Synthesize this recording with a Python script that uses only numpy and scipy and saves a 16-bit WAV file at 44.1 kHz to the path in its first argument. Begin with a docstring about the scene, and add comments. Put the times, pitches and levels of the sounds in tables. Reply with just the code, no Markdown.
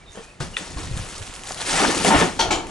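"""Rubbish bag into a wheelie bin

In a wooden bin shed a plastic bag is lifted and swung close to the camera, then stuffed into a wheelie bin.
Its film crackles and snaps (random contacts, grains and short modes); its contents tumble, knock and crash
(hails of bumps through resonances, damped modes). Birds chirp faintly outside (gliding tones) over outdoor
air (shaped noise), and the moving camera rumbles and thuds (low noise and modes). The shed reverberates."""
import sys
import numpy as np
from scipy import signal
from scipy.fft import rfft, irfft, next_fast_len
from scipy.io import wavfile
from scipy.ndimage import uniform_filter1d, map_coordinates

SR = 44100
rng = np.random.default_rng(int(sys.argv[2]) if len(sys.argv) > 2 else 0)


def to_linear_factor(level_db):
    """Convert decibel levels (scalar or array-like) to linear amplitude factors."""
    exponent = np.asarray(level_db, float) / 20
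    return 10 ** exponent


def pcm_store(signal):
    """Save signal as 16-bit PCM."""
    levels = np.round(np.clip(np.atleast_2d(signal), -1, 1) * 32767)
    wavfile.write(sys.argv[1], SR, levels.astype(np.int16).T)


N = 119070
TIME = np.arange(N) / SR
HALVES = [0.5, -0.5]  # shares a left-right difference between the two channels


def unit(x):
    """Normalisation: scales a signal to rms 1."""
    return x / np.sqrt(np.mean(x ** 2) + 1e-20)


def along(points, hz):
    """Spectral envelope: (Hz, value) points joined on a logarithmic frequency axis."""
    f, v = np.transpose(points)
    return np.interp(np.log(hz + 1), np.log(f + 1), v)


def curves(stretches):
    """Temporal envelope: one value per sample for each column after the time, stretch after stretch."""
    s, *columns = np.transpose(np.concatenate(stretches))
    return [np.interp(TIME, s, column) for column in columns]


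def wobble(rate):
    """Random modulation: a smooth curve through random knots, rate knots a second."""
    return map_coordinates(rng.standard_normal(int(N * rate / SR) + 4), [TIME * rate])


def filtered(x, response):
    """Linear filtering: the spectrum times a complex response of frequency."""
    m = next_fast_len(N + SR // 2)
    return irfft(rfft(x, m) * response(np.fft.rfftfreq(m, 1 / SR)), m)[..., :N]


def highpass(hz, corner_hz, order):
    """High-pass weighting: magnitude rising with the given power of frequency below the corner."""
    return hz ** order / (hz ** order + corner_hz ** order)


def resonances(peaks):
    """Modal summation: causal response of a row of resonances with alternating sign."""
    def response(f):
        total = 0
        for k, (centre, width, db) in enumerate(peaks):
            band = 1j * f * width
            total = total + (-1) ** k * to_linear_factor(db) * band / (centre ** 2 - f ** 2 + band + 1e-9)
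        return total
    return response


def spikes(per_s, spread_db, hiss_db):
    """Shot noise: two unrelated rows of random contacts of uneven size, over a hiss."""
    sign = np.sign(rng.standard_normal((2, N)))
    size = to_linear_factor(spread_db * rng.standard_normal((2, N))) * sign
    contacts = unit(size * (rng.random((2, N)) < per_s / SR))
    return contacts + to_linear_factor(hiss_db) * rng.standard_normal((2, N))


def grains(centre_hz, octaves, cycles, spread_db, count):
    """Granular excitation: scattered damped tones of random pitch and size, rms 1."""
    when = rng.random(count)
    size = to_linear_factor(spread_db * rng.standard_normal((count, 1)))
    hz = centre_hz * 2 ** (octaves * rng.standard_normal((count, 1)))
    hz = np.clip(hz, centre_hz / 3, 10500)
    k = np.arange(round(6 * cycles * SR / centre_hz))
    wave = size * np.sin(2 * np.pi * hz * k / SR) * np.exp(-k * hz / SR / cycles)
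    place = (when * N).astype(int)[:, None] + k
    heap = np.bincount(place.ravel(), wave.ravel(), N)[:N]
    return unit(filtered(heap, lambda f: highpass(f, centre_hz / 3, 4)))


def patchy(pair, depth_db):
    """Time-frequency modulation: random patches of gain over time and frequency."""
    z = signal.stft(pair, nperseg=256)[2]
    field = uniform_filter1d(rng.standard_normal(z.shape[1:]), size=10, axis=0)
    field = uniform_filter1d(field, size=7, axis=1)
    return signal.istft(z * to_linear_factor(depth_db * unit(field)), nperseg=256)[1][:, :N]


def add(track, s, sound):
    """Superposition: lays a sound on the track at time s."""
    part = track[..., round(max(s, 0) * SR):][..., :sound.shape[-1]]
    part += sound[..., :part.shape[-1]]


def ring(hz, t60, attack=0.0002):
    """Damped oscillation: one mode with exponential decay and onset, times in seconds."""
    t = TIME[:SR // 4]
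    return np.sin(2 * np.pi * hz * t) * to_linear_factor(-60 * t / t60) * (1 - np.exp(-t / attack))


def tones(rows, rough, blur):
    """Frequency modulation: short gliding tones, fluttering in level (rough) and pitch (blur)."""
    out = np.zeros(N)
    waver = 1 + blur * wobble(301.4)
    for s, length, start_hz, end_hz, db in rows:
        u = np.linspace(0, 1, round(length * SR))
        hz = (start_hz + (end_hz - start_hz) * u) * waver[round(s * SR):][:len(u)]
        swell = np.sin(np.pi * u) ** 0.5
        add(out, s, to_linear_factor(db) * swell * np.sin(2 * np.pi * np.cumsum(hz) / SR))
    return out * to_linear_factor(rough * wobble(156))


# Likeness of left and right. Each row: frequency in Hz, correlation.
LIKENESS = [(60, 1), (300, 0.92), (1000, 0.72), (4000, 0.89), (10000, 0.91)]


def spread(pair):
    """Partial coherence: two unrelated signals, as mid and side, become left and right."""
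    def mid_side_gains(hz):
        turn = np.arccos(np.clip(along(LIKENESS, hz), -1, 1)) / 2
        return np.array([np.cos(turn), np.sin(turn)])
    mid, side = filtered(pair, mid_side_gains)
    return np.array([mid + side, mid - side])


# Spectrum of the outdoor air. Each row: frequency in Hz, relative density in dB.
AIR_COLOUR = [(15, -40), (25, 8), (394, -9.5), (1120, -11.5), (1310, -14), (2360, -17), (10100, -31),
              (11200, -59), (14600, -67), (22000, -120)]


def outdoor_air():
    """Stationary noise: broadband air sound, strongest in the bass, at a steady level."""
    noise = filtered(rng.standard_normal((2, N)), lambda hz: to_linear_factor(along(AIR_COLOUR, hz)))
    return to_linear_factor(-47.5) * unit(spread(noise))


# Bird chirps. Each row: start in seconds, length in seconds, start pitch in Hz, end pitch in Hz,
# level in dB before flutter.
CHIRPS = [(0.004, 0.04, 2330, 2330, -54.5), (.054, 0.06, 3650, 3550, -52), (.125, 0.022, 6540, 6450, -53),
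          (.155, 0.031, 3200, 3210, -51.5), (.215, 0.049, 2400, 2500, -51), (.265, 0.062, 2500, 2600, -54),
          (.535, 0.017, 3020, 2800, -39)]


def birds():
    """Tonal radiation: faint whistled glides, fluttering in level and pitch."""
    return tones(CHIRPS, rough=5, blur=0.028)


# Decay of the shed. Each row: frequency in Hz, t60 in seconds.
SHED_DECAY = [(150, 0.12), (1500, 0.18), (10000, 0.36)]


def shed(x):
    """Reverberation: each frequency of the walls' answer dies at its own speed."""
    hz, t, z = signal.stft(rng.standard_normal((2, SR // 2)), SR, nperseg=256)
    decay = to_linear_factor(-60 * t / along(SHED_DECAY, hz)[:, None])
    tail = signal.istft(z * decay, SR, nperseg=256)[1]
    delayed = np.pad(x, (200, 0))[None]  # first answer 4.5 ms late
    return signal.fftconvolve(delayed, tail / np.linalg.norm(tail[0]), axes=1)[:, :N]


# Rumble of the handled camera. 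Each row: time in seconds, level in dB.
HANDLING = [
    [(0.0, -64), (0.016, -50), (0.052, -64), (0.098, -48), (0.146, -62), (0.266, -52), (0.294, -70),
     (0.372, -65), (0.395, -51)],
    [(0.41, -37), (0.436, -31), (0.6, -53.5), (0.744, -37), (0.98, -32.5), (1.184, -48.5), (1.228, -37),
     (1.26, -53), (1.3, -36)],
    [(1.3, -46), (1.338, -60), (1.358, -48.5), (1.884, -39.5), (2.122, -41), (2.18, -24.5), (2.324, -43),
     (2.484, -32), (2.7, -42)],
]
# Spectrum of that rumble. Each row: frequency in Hz, relative density in dB.
BODY_COLOUR = [(12, -37), (20, 4), (38, -3.5), (91, -5), (178, -10), (221, -21), (300, -36), (390, -120)]
# Soft thuds on the camera body. Each row: start in seconds, level in dB, pitch in Hz, t60 in seconds.
THUDS = [(0.404, -20, 142, 0.12), (0.764, -21.5, 60.5, 0.13), (0.912, -14, 95, 0.035),
         (0.938, -15.5, 62, 0.072), (0.968, -14, 119, 0.032), (0.994, -17.5, 104, 0.077),
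         (1.205, -25.5, 100, 0.089), (2.16, -14, 72.6, 0.095), (2.218, -13, 176, 0.11)]


def camera():
    """Structure-borne sound: low lumpy rumble and damped thuds through the camera body."""
    [level_db] = curves(HANDLING)
    common, own = unit(filtered(rng.standard_normal((2, N)), lambda hz: to_linear_factor(along(BODY_COLOUR, hz))))
    rumble = common + to_linear_factor(-11) * own * [[1], [-1]]  # a weaker part opposite in the two ports
    out = unit(rumble * to_linear_factor(1.2 * wobble(25.1))) * to_linear_factor(level_db)
    for s, db, hz, t60 in THUDS:
        add(out, s, to_linear_factor(db) * ring(hz, t60, 0.0011)[None])
    return out


# Humming of a hollow thing. Each row: start in seconds, length in seconds, start pitch in Hz,
# end pitch in Hz, level in dB before flutter.
HUMS = [(.182, 0.04, 454, 460, -38)]


def hollow_hum():
    """Cavity resonance: a hollow thing hums briefly, fluttering a little."""
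    return tones(HUMS, rough=2, blur=0.01)


# A hard plastic click. Each row: start in seconds, relative level in dB.
CLICK = [(0.5674, -9)]
# Its modes. Each row: frequency in Hz, relative level in dB, t60 in seconds.
CLICK_MODES = [(1380, 3, 0.013), (1940, 6, 0.017), (2500, 15.5, 0.0063), (3510, 10.5, 0.012),
               (5600, -7, .01)]


def click():
    """Modal impact response: hard plastic sounds several fast-dying modes at once."""
    out = np.zeros(N)
    for s, db in CLICK:
        modes = sum(to_linear_factor(level) * ring(hz, t60, 0.0013) for hz, level, t60 in CLICK_MODES)
        add(out, s, to_linear_factor(db - 7) * modes)
    return out


# Knocks of hard things on the bin. Each row: start in seconds, level of the main mode in dB,
# its pitch in Hz, its t60 in seconds.
KNOCKS = [(0.152, -36, 420, 0.066), (0.174, -25.5, 507, 0.029), (0.403, -35, 147, 0.23),
          (0.609, -32, 181, 0.098), (0.771, -28.5, 1060, 0.03), (1.508, -19.5, 764, 0.018),
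          (1.801, -15.5, 783, 0.097), (1.824, -13.5, 411, 0.063), (1.848, -7.5, 960, 0.012),
          (1.883, -12, 285, 0.038), (2.0472, -13, 710, 0.052), (2.084, -14, 770, 0.062),
          (2.1055, -13, 904, 0.18), (2.148, -8, 282, 0.021), (2.221, -30, 168, 0.048),
          (2.3936, -16, 906, 0.21), (2.506, -14, 851, 0.064)]


def knocks():
    """Inharmonic impact: a main mode with a longer and a much shorter partial above it."""
    out = np.zeros(N)
    for s, db, hz, t60 in KNOCKS:
        partials = ring(1.54 * hz, 1.9 * t60) + ring(1.5 * hz, 0.15 * t60)
        add(out, s, to_linear_factor(db) * (ring(hz, t60) + 0.31 * partials))
    return out


# Contents tumbling on the bin walls. Each row: time in seconds, relative level of the boom in dB,
# relative level of the clatter in dB.
TUMBLE = [
    [(0.0, -69, -58), (0.138, -72, -65), (0.152, -50, -45), (0.186, -38, -42.5), (0.29, -86, -55.5),
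     (0.378, -61, -70), (0.397, -68, -70)],
    [(0.406, -33.5, -30), (0.422, -32.5, -36), (0.492, -44, -46), (0.508, -49, -44), (0.522, -40, -62),
     (0.532, -41, -44), (0.56, -50, -66)],
    [(0.575, -64, -50), (0.599, -38, -41), (0.75, -47, -47.5), (0.78, -36.5, -41), (0.931, -41, -47),
     (0.973, -40, -36.5), (1.025, -43.5, -44.5), (1.395, -48, -46), (1.6, -47, -37.5)],
    [(1.6, -39, -32.5), (1.645, -39.5, -39.5), (1.688, -29.5, -30.5), (1.764, -30, -21.5), (1.79, -33, -21),
     (1.828, -19, -21), (1.852, -21, -13.5), (1.88, -19.5, -36), (1.905, -22.5, -20.5), (1.94, -26, -26.5),
     (2.012, -24.5, -30.5), (2.04, -34, -48)],
    [(2.05, -20.5, -16.5), (2.1, -20.5, -26), (2.108, -15.5, -16.5), (2.145, -19, -15.5), (2.178, -19, -16),
     (2.226, -20.5, -15.5), (2.238, -18.5, -18.5), (2.375, -39, -47.5)],
]
# Resonances of the bin walls. Each row: frequency in Hz, width in Hz, relative level in dB.
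BIN_WALLS = [(140, 72, -25), (234, 300, 22), (414, 1100, -11)]
# Resonances of the packaging. Each row: frequency in Hz, width in Hz, relative level in dB.
PACKAGING = [(747, 415, -2.5), (1453, 122, -3), (1763, 124, -1.5), (3200, 1270, -12)]


def contents():
    """Excited resonance: a hail of bumps rings bin walls and packaging; loose things rap."""
    out = 0
    for level_db, peaks, rap_hz in zip(curves(TUMBLE), (BIN_WALLS, PACKAGING), (310, 1000)):
        bumps = spikes(per_s=900, spread_db=0.5, hiss_db=3.5)  # the hiss is scraping
        rung = unit(filtered(bumps, lambda hz: resonances(peaks)(hz) * highpass(hz, 110, 2)))
        raps = to_linear_factor(-3) * grains(rap_hz, octaves=0.4444, cycles=5, spread_db=1.5, count=400)
        out = out + (spread(rung) + raps) * to_linear_factor(level_db - 4 + 1.65 * wobble(70))
    return out


# Loads crashing down. Each row: start in seconds, relative level in dB, rise in seconds, hold in seconds,
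# t60 of the bass in seconds, t60 of the treble in seconds.
CRASHES = [(2.39, -19.5, 0.0049, 0.019, 0.66, 0.2), (2.506, -20, 0.0038, 0.017, 0.51, 0.22)]
# Resonances, one list per load. Each row: frequency in Hz, width in Hz, relative level in dB.
LOAD_PEAKS = [
    [(870, 160, 3), (2400, 290, -9.5), (3210, 250, 5), (4400, 120, 6.5), (5930, 330, 0.5)],
    [(302, 68, -9), (837, 69, 4), (1220, 130, -1), (1690, 36, 1.5), (2240, 48, 3), (3060, 32, 7.5),
     (4110, 59, 0.5), (5620, 93, -4), (7040, 820, -5)],
]
# Broad colour, one list per load. Each row: frequency in Hz, relative density in dB.
LOAD_COLOURS = [
    [(88, -42), (150, -18), (427, -10), (560, -16), (695, -1.5), (912, -15.5), (1070, -16), (5850, -19),
     (11200, -34), (14600, -66), (22000, -120)],
    [(88, -38), (150, -21), (332, 0), (591, -10), (789, -2.5), (1880, -19.5), (2250, -9), (6760, -20),
     (11200, -41), (14600, -65), (22000, -120)],
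]


def crashes():
    """Frequency-dependent damping: each load rattles briefly, bass dying slower than treble."""
    out = np.zeros((2, N))
    for (s, db, rise, hold, bass, treble), peaks, colour in zip(CRASHES, LOAD_PEAKS, LOAD_COLOURS):
        t = np.maximum(TIME - s, 0)

        def fall(t60):
            return np.clip(t / rise, 0, 1) * to_linear_factor(db - 60 * np.maximum(t - rise - hold, 0) / t60)

        hail = spikes(per_s=2500, spread_db=3, hiss_db=0)
        debris = unit(filtered(hail, lambda hz: to_linear_factor(along(colour, hz))))
        ringing = unit(filtered(hail[::-1], resonances(peaks)))
        load = debris + to_linear_factor(-2.5) * ringing
        low = filtered(load, lambda hz: 1 / (1 + (hz / 1500) ** 2))
        out += low * fall(bass) + (load - low) * fall(treble)
    return spread(out)


# Snaps of the film. Each row: start in seconds, level of the main mode in dB, its pitch in Hz.
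SNAPS = [(0.1196, -34, 6400), (0.4026, -22, 5350), (0.9748, -14.5, 3600), (1.1124, -25.5, 3880),
         (1.181, -18.5, 7560), (1.2252, -21, 3200), (1.2764, -23, 2730), (1.339, -21, 3130),
         (1.363, -20.5, 3120), (1.394, -25, 2500), (1.436, -18.5, 3120), (1.454, -30, 2000),
         (1.4735, -18, 3780), (1.486, -23, 2400), (1.492, -17, 6000), (1.5216, -14, 5960),
         (1.5456, -17, 5000), (1.746, -13, 3400), (1.949, -10, 2730), (1.978, -9, 3020),
         (2.0479, -1.5, 2870), (2.105, -12, 3000), (2.209, -8.5, 3200), (2.6696, -23.5, 2520)]


def snaps():
    """Impulsive buckling: a snap of film is a few cycles of one mode, a sharp crack and a noise tail."""
    out, t = np.zeros(N), TIME[:SR // 4]
    crack = 0.85 * ring(7160, 0.0017, 0.00002) - 0.5 * ring(4200, 0.001, 0.00005)
    for s, db, hz in SNAPS:
        bright_noise = np.diff(rng.standard_normal(len(t) + 1))
        tail = bright_noise * to_linear_factor(-19.5 - 60 * t / 0.12)  # t60 of 0.12 s
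        mode = ring(hz, 7.9 / hz, 0.00005)  # falls 60 dB in 7.9 cycles
        add(out, s, to_linear_factor(db) * (mode + crack + tail))
    return out


# Crackle of the bag's film. Each row: time in seconds, relative level in dB, left minus right in dB.
RUSTLE = [
    [(0.0, -65, -12), (0.062, -65, -2), (0.16, -47, -2), (0.21, -52.5, 2.0), (0.244, -46, 1.5),
     (0.3, -56, -4), (0.397, -63, 0.5)],
    [(0.406, -35, 5), (0.43, -37, 3), (0.488, -48, 2.0), (0.56, -48, 3)],
    [(0.575, -31.5, 3), (0.599, -38.5, 2.0), (0.757, -43.5, 3), (0.791, -36.5, 2), (0.915, -43, 1),
     (0.968, -38, 1), (0.976, -35.5, 3), (1.004, -38, 2.5)],
    [(1.12, -39, 1.5), (1.218, -39.5, -4), (1.43, -45, -2), (1.47, -37.5, 0), (1.52, -34.5, 1),
     (1.536, -44.5, 5), (1.6, -32.5, 1.0)],
    [(1.6, -33, 3), (1.614, -28, 0), (1.648, -35.5, 3), (1.678, -25, -0.5), (1.794, -22, 2),
     (1.864, -25.5, 4), (1.884, -25, 2), (1.905, -27, 4), (2.01, -27, 2.5), (2.04, -26, 6)],
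    [(2.05, -26, 7), (2.09, -18.5, 1), (2.108, -30, 3), (2.165, -26.5, 4), (2.214, -25, 3), (2.32, -41, 2),
     (2.375, -40.5, 4)],
    [(2.66, -54, -7), (2.672, -48, -3), (2.686, -46.5, -1), (2.7, -45, 4.5)],
]
# Spectrum of the film. Each row: frequency in Hz, relative density in dB.
FILM_COLOUR = [(410, 3), (700, -10), (795, -12), (1280, -6.5), (2310, -8), (3200, -9.5), (7640, -10),
               (10600, -15.5), (11200, -29), (14600, -56), (22000, -120)]


def bag():
    """Crackling noise: random contacts in the film, in clumps that follow the handling of the bag."""
    level_db, pan_db = curves(RUSTLE)
    crinkles = spikes(per_s=3000, spread_db=5, hiss_db=0)
    film = unit(filtered(crinkles, lambda hz: to_linear_factor(along(FILM_COLOUR, hz)) * highpass(hz, 450, 4)))
    crackle = spread(unit(patchy(film, depth_db=1.8)))
    folds = to_linear_factor(-8) * grains(5280, octaves=0.8, cycles=1.3, spread_db=3, count=1100)
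    return (crackle + folds) * to_linear_factor(level_db + 0.9 * wobble(90) + np.outer(HALVES, pan_db))


# Lean of the bin sounds. Each row: frequency in Hz, left minus right in dB.
LEAN = [(60, 3), (220, 0), (840, 1.5), (3140, 4), (11700, -2)]


def lean(x):
    """Interaural level difference: each frequency is weighted towards one side."""
    return filtered(x, lambda hz: to_linear_factor(np.outer(HALVES, along(LEAN, hz))))


def scene():
    """Superposition: bag and bin with their reverberation, over birds, outdoor air and camera."""
    hard = knocks() + snaps() + click() + hollow_hum()
    near = lean(contents() + crashes() + hard) + bag()
    chirping = birds()
    indoors = near + to_linear_factor(-8.5) * shed(near.mean(0))
    outdoors = chirping + to_linear_factor(3) * shed(chirping) + outdoor_air()
    return indoors + outdoors + camera()


# Phase between the microphone ports. 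Each row: frequency in Hz, lead of the left in radians.
LEAD = [(0, 0), (860, 0.69), (2330, 0.79), (5770, 0.46), (8960, 0.94), (10900, 0.99), (11900, 1)]


def two_ports(x):
    """Phase difference: two microphone ports a little apart take each frequency at different phases."""
    return filtered(x, lambda hz: np.exp(np.outer([0.5j, -0.5j], along(LEAD, hz))))


def band_limit(x):
    """A steep low-pass at the top of the band."""
    return signal.sosfilt(signal.butter(12, 12340, fs=SR, output="sos"), x)


def record(dry):
    """Saturation and band limiting: peaks round off softly, treble falls from 11.1 kHz to a faint skirt."""
    ceiling, knee, top_hz = 0.85, 3, 11250
    ports = two_ports(dry)
    soft = ports / (1 + np.abs(ports / ceiling) ** knee) ** (1 / knee)
    # the skirt of gain 0.008 ends at 12340 Hz
    mix = filtered(soft, lambda hz: np.clip((top_hz - hz) / 150, 0.008 * (hz < 12340), 1))
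    return band_limit(mix)


dry = scene()
out = record(dry)
pcm_store(out)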